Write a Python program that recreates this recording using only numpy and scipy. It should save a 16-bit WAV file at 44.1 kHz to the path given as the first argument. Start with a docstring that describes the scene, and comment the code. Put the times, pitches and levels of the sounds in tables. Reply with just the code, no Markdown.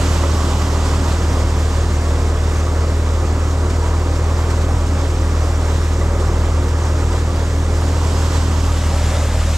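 """A paddy thresher driven by a tractor, heard from a few metres in an open field. Throughout, the four-blade blower
throbs as locked cosines, the geared engine fires slightly slower, shaped noise makes the housing roar and straw hiss,
and struck modes make the sheet metal rattle. A two-port microphone starts with the machine beside it and turns away
by 2.2 s; a short metal squeak glides up at 3.8 s; from 7.7 s the ports turn back and end up facing the machine."""
import sys
import numpy as np
from scipy import signal
from scipy.fft import rfft, irfft, next_fast_len
from scipy.io import wavfile
from scipy.ndimage import uniform_filter1d, map_coordinates

SR = 44100
rng = np.random.default_rng(int(sys.argv[2]) if len(sys.argv) > 2 else 0)


def output_pcm(signal):
    """Save a mono or channel-first signal as 16-bit PCM at the path in sys.argv[1].

    Samples are clipped to [-1, 1] before scaling.
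    """
    pcm = np.clip(np.atleast_2d(signal).T, -1, 1) * 32767
    wavfile.write(sys.argv[1], SR, np.round(pcm).astype(np.int16))


N = 422037  # samples

# All source levels below are ahead of the port response.
# Blower speed. Each row: time in seconds, blade passes in Hz.
BLOWER_SPEED = [(0, 39.08), (.8, 38.99), (1.45, 38.53), (1.9, 38.57), (2.5, 38.79), (3.0, 39.15),
                (4.4, 39.72), (5.0, 39.74), (5.35, 39.42), (5.9, 39.25), (6.6, 39.4), (8.0, 39.95),
                (8.3, 39.87), (8.9, 39.12), (9.57, 39.02)]
# Blower partials; quarters come from unequal blades. Each row: multiple of the blade pass, rms in dB, waver in dB.
BLADE_PARTIALS = [(1, -20, 1.5), (1.25, -50, 5), (1.75, -44, 3), (2, -15, 0.2), (2.499, -52, 2.5),
                  (3, -29, 0.5), (4, -55, 0), (5, -38, 2), (6, -51, 2), (7, -36, 0.5), (8, -47.5, 1),
                  (9, -39, 3), (10, -51, 3)]
# Engine partials. 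Each row: multiple of the firing rate, rms in dB, waver in dB.
ENGINE_PARTIALS = [(1, -42, 2), (2, -37.5, 1.5), (3, -34.5, 1), (4, -37, .5), (5, -43, .5), (6, -48.5, 1),
                   (8, -47, .5)]
# Airstream. Each row: time in seconds, roar in dB within 300-1500 Hz, straw hiss in dB within 2.5-9 kHz.
AIR_LEVELS = [(0, -26, -34.5), (.3, -27, -36), (1.7, -27.5, -36), (3.3, -27.5, -37.5), (4.0, -27.5, -37.5),
              (4.9, -27, -36.5), (5.9, -28, -36.5), (6.2, -26.5, -37), (6.45, -28, -37.5),
              (7.1, -27.5, -37), (8.15, -28.8, -37), (8.35, -28.5, -36), (8.6, -29, -38), (9.05, -26, -36),
              (9.57, -27.5, -36.3)]
# Clumps of straw leaving the chute. Each row: time in seconds, peak rise of the hiss in dB.
STRAW_CLUMPS = [(.624, 3), (.86, 3), (3.707, 4.5), (4.163, 2.5), (4.51, 4.5), (4.62, 3.5), (4.87, 2.5),
                (5.22, 1.5), (5.692, 1), (6.204, 3), (6.69, 3.5), (7.13, 2.5), (8.19, 0.5)]
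# Roar spectrum. Each row: frequency in Hz, relative density in dB.
ROAR_SPECTRUM = [(15, -24), (25, 2), (60, 6.5), (100, 3.5), (150, -1.5), (250, -0.5), (400, 0), (560, -1),
                 (680, -5.5), (1000, -6), (1250, -8.5), (1350, -9), (1480, -16), (2200, -21.5), (4000, -51)]
# Hiss spectrum. Each row: frequency in Hz, relative density in dB.
HISS_SPECTRUM = [(880, -27), (1500, -1.5), (1900, -5), (2350, -7.5), (3180, -8.5), (4180, -11), (5500, -9),
                 (6700, -9.5), (7500, -8.5), (8100, -12.5), (8800, -16), (10100, -23.5), (12200, -21.5),
                 (13600, -33), (15500, -49)]
# Modes of the sheet-metal housing. Each row: frequency in Hz, relative strength in dB, t60 in seconds.
HOUSING_MODES = [(427, 0, 0.058), (549.5, -1, 0.1), (652, -5, 0.051), (786, -1, 0.024), (949, -1, 0.058),
                 (1038, -10.5, 0.097), (1142, -3.5, 0.12), (1240, -2.5, 0.09), (1597, -9, 0.046),
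                 (1983, -5.5, 0.049)]
# Timed knocks on the housing. Each row: time in seconds, blow strength in dB ahead of a random draw per mode.
TIMED_KNOCKS = [(.234, -22.5), (.523, -31), (.667, -27), (.958, -31), (4.575, -29), (6.012, -24),
                (6.078, -33), (6.539, -35), (8.76, -35), (8.834, -24), (9.154, -35), (9.254, -27)]
# Turn of the ports. Each row: time in seconds, heading (0 turned away, 1 machine beside, 2 machine ahead).
HEADING = [(0, 1.04), (.85, 0.66), (1.6, 0.15), (2.2, 0.021), (7.7, 0.06), (8.1, 0.67), (8.3, 0.8),
           (8.55, 1), (8.8, 1.7), (9.1, 1.9), (9.57, 2.3)]
# Port pair turned away. Each row: frequency in Hz, left-right likeness 0-1, left over right in dB,
# left phase lead in radians, colour in dB.
PORTS_AWAY = [(80, .9995, 0.04, -0.029, -0.5), (200, .998, -0.6, -0.012, -0.5), (400, 1, 0.2, -0.17, 0),
              (1000, 0.85, -2, -0.31, 0), (2200, 0.93, -1.5, -1.06, 0), (3000, .55, -4.4, -1.66, 0),
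              (3800, 0.48, -7.5, -.8, 0), (6000, 0.89, -0.5, 0.22, 0.5), (9000, 0.92, 0, -.03, 0),
              (10500, 0.3, 3.5, .06, 0), (12500, .33, 3, .25, -0.5)]
# Port pair with the machine beside. Each row: frequency in Hz, left-right likeness 0-1, left over right in dB,
# left phase lead in radians, colour in dB.
PORTS_BESIDE = [(80, 0.98, 0, -.02, -0.2), (250, 1, -.6, -.1, 3), (402, 0.94, -1.5, -0.32, -0.5),
                (600, .93, -3.5, -0.43, 0.5), (1000, .94, -2.5, -0.27, 3), (2180, 0.61, -4, -.83, 0.9),
                (3000, .67, -4.6, -1, 5), (4700, .66, -4.5, -.45, 4.5), (8500, 0.87, -1, .03, 4),
                (10500, .28, 1, .23, 4), (12500, .38, 2, .3, 4)]
# Port pair with the machine ahead. Each row: frequency in Hz, left-right likeness 0-1, left over right in dB,
# left phase lead in radians, colour in dB.
PORTS_AHEAD = [(80, .9995, 0, -0.014, -0.4), (245, .989, -.3, -0.064, -0.5), (400, 0.91, -3, -.16, -6.5),
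               (600, 0.98, .3, -.05, 1), (1100, 0.87, -0.5, -.28, -2), (2200, 0.96, -0.5, -.27, 3),
               (3800, .82, 1, -.4, 5.5), (6000, 0.71, 1.4, -.55, 3.5), (9000, .9, 0, -.1, 4.5),
               (10500, .6, 3.8, -.06, 6), (13000, .25, 1, 0, 2)]

FIRINGS_PER_PASS = .923
SWELL_DB, SWELLS_PER_S = 0.28, 5  # uneven feeding of sheaves
CLUMP_S = 0.023
SQUEAK_START_S, SQUEAK_LENGTH_S, SQUEAK_PEAK_DB = 3.79, .095, -28
SQUEAK_FROM_HZ, SQUEAK_TO_HZ = 905, 1012
BASS_HZ, TOP_HZ = 40, 15620


def amp(db):
    """Decibels to gain."""
    return 10 ** (np.asarray(db) / 20)


def along(points, hz):
    """Interpolate (Hz, value) points on a log axis."""
    f, v = np.transpose(points)
    return np.interp(np.log(hz + 1), np.log(f + 1), v)


def curves(rows):
    """One value per sample for each column after the time."""
    s, *cols = np.transpose(rows)
    return [np.interp(np.arange(N) / SR, s, c) for c in cols]


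def wobble(knots_per_s):
    """Smooth random curve through normal random knots."""
    knots = rng.standard_normal(int(N * knots_per_s / SR) + 4)
    return map_coordinates(knots, [np.arange(N) * knots_per_s / SR])


def filtered(x, response):
    """x times a complex response of frequency; mirrored ends keep the edges free of clicks."""
    edge = 4096  # samples
    x = np.concatenate([x[..., edge:0:-1], x, x[..., :-edge:-1]], axis=-1)
    m = next_fast_len(x.shape[-1])
    spectrum = rfft(x, m) * response(np.fft.rfftfreq(m, 1 / SR))
    return irfft(spectrum, m)[..., edge:edge + N]


def hum(cycles, partials):
    """Pulse train as locked cosines, each wavering a little; upper multiples lag more."""
    lag_cycles = .0015  # per squared multiple
    out = np.zeros(N)
    for k, rms_db, waver_db in partials:
        level = np.sqrt(2) * amp(rms_db + waver_db * wobble(6))
        out += level * np.cos(2 * np.pi * k * (cycles - lag_cycles * k))
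    return out


def shafts():
    """Blower and engine share one drive, so their hums sag and recover together; the belt slips a little."""
    pass_hz, = curves(BLOWER_SPEED)
    passes = np.cumsum(pass_hz) / SR - .36  # first pulse about a third of a pass in
    slip_cycles = .03 * wobble(.7)
    firings = FIRINGS_PER_PASS * passes + slip_cycles + 0.2886
    return hum(passes, BLADE_PARTIALS) + hum(firings, ENGINE_PARTIALS)


def rush(spectrum, band_hz, patchy_db):
    """Two unrelated noises with shared patches of random gain, scaled by the first to rms 1 in the band."""
    z = signal.stft(rng.standard_normal((2, N + 1024)), nperseg=512)[2]
    patches = rng.standard_normal(z.shape[1:])
    patches = uniform_filter1d(patches, size=8, axis=0)  # across frequency
    patches = uniform_filter1d(patches, size=10, axis=1)  # across time
    z = z * amp(patchy_db * patches / patches.std())
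    pair = signal.istft(z, nperseg=512)[1][:, 512:N + 512]
    pair = filtered(pair, lambda hz: amp(along(spectrum, hz)))
    in_band = filtered(pair[0], lambda hz: (hz > band_hz[0]) & (hz < band_hz[1]))
    return pair / in_band.std()


def airstream():
    """Roar of the housing and hiss of the straw, both fluttering with the uneven feed."""
    t, feed = np.arange(N) / SR, wobble(14)
    roar_db, hiss_db = (db + SWELL_DB * wobble(SWELLS_PER_S) for db in curves(AIR_LEVELS))
    # a clump starts quickly and thins out
    for s, rise_db in STRAW_CLUMPS:
        u = np.clip((t - s) / CLUMP_S + 0.45, 0, None) * 3
        hiss_db = hiss_db + rise_db * u * np.exp(1 - u)
    roar_db = roar_db + .3 * feed + .3 * wobble(30)
    hiss_db = hiss_db + .5 * feed + .4 * wobble(40)
    roar = amp(roar_db) * rush(ROAR_SPECTRUM, (300, 1500), patchy_db=.8)
    hiss = amp(hiss_db) * rush(HISS_SPECTRUM, (2500, 9000), patchy_db=.7)
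    return roar + hiss


def rattle(blows_per_s, db, spread_db):
    """Sheaves and grain strike the housing; each blow rings its modes at new strengths."""
    count = int(blows_per_s * N / SR)
    knock_s, knock_db = np.transpose(TIMED_KNOCKS)
    times_s = np.r_[rng.uniform(0, N / SR, count), knock_s]
    blows_db = np.r_[db + spread_db * rng.standard_normal(count), knock_db]
    t, out = np.arange(SR // 10) / SR, np.zeros(N)
    for hz, mode_db, t60_s in HOUSING_MODES:
        strengths = amp(blows_db + mode_db) * rng.standard_normal(len(times_s))
        blows = np.bincount((times_s * SR).astype(int), strengths, N)
        envelope = amp(-60 * t / t60_s) * (1 - np.exp(-t / 0.0021))
        out += signal.fftconvolve(blows, envelope * np.sin(2 * np.pi * hz * t))[:N]
    return out


def squeak():
    """Squeak of metal: one rising partial that swells past its middle and dies."""
    u = np.clip((np.arange(N) / SR - SQUEAK_START_S) / SQUEAK_LENGTH_S, 0, 1)
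    hz = SQUEAK_FROM_HZ + (SQUEAK_TO_HZ - SQUEAK_FROM_HZ) * u
    swell = np.sin(np.pi * u ** 1.3)
    return amp(SQUEAK_PEAK_DB) * swell * np.sin(2 * np.pi * np.cumsum(hz) / SR)


def ports(pair, table):
    """Left and right port: a shared and a diffuse part, with the shadow and delay of the body between them."""
    alike, balance, lead, colour = ([(row[0], row[k]) for row in table] for k in range(1, 5))
    sign = np.array([[1], [-1]])  # left, right

    def mix(hz):
        # cos^2 - sin^2 of this angle is the likeness
        angle = np.arccos(np.clip(along(alike, hz), 0, 1)) / 2
        return np.array([np.cos(angle), np.sin(angle)])

    def body(hz):
        gain_db = along(colour, hz) + sign * along(balance, hz) / 2
        return amp(gain_db) * np.exp(.5j * sign * along(lead, hz))

    shared, diffuse = filtered(pair, mix)
    return filtered(shared + sign * diffuse, body)


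def scene():
    """The machine as heard while the ports turn: neighbouring headings cross-fade."""
    machine = shafts() + rattle(blows_per_s=140, db=-38, spread_db=2.5) + squeak()
    pair = airstream() + machine * [[1], [0]]  # machine in the shared part only
    heading = np.clip(curves(HEADING)[0], 0, 2)
    out = np.zeros((2, N))
    for k, table in enumerate([PORTS_AWAY, PORTS_BESIDE, PORTS_AHEAD]):
        out += np.clip(1 - abs(heading - k), 0, 1) * ports(pair, table)
    return out


def record(dry):
    """Microphones roll off the deep bass, the input stage rounds the tallest throbs, a band limit cuts the top."""
    x = filtered(dry, lambda hz: 1j * hz / (BASS_HZ + 1j * hz))
    ceiling, hardness = .7, 4
    x = x / (1 + abs(x / ceiling) ** hardness) ** (1 / hardness)
    return filtered(x, lambda hz: hz < TOP_HZ)


dry = scene()
out = record(dry)
output_pcm(out)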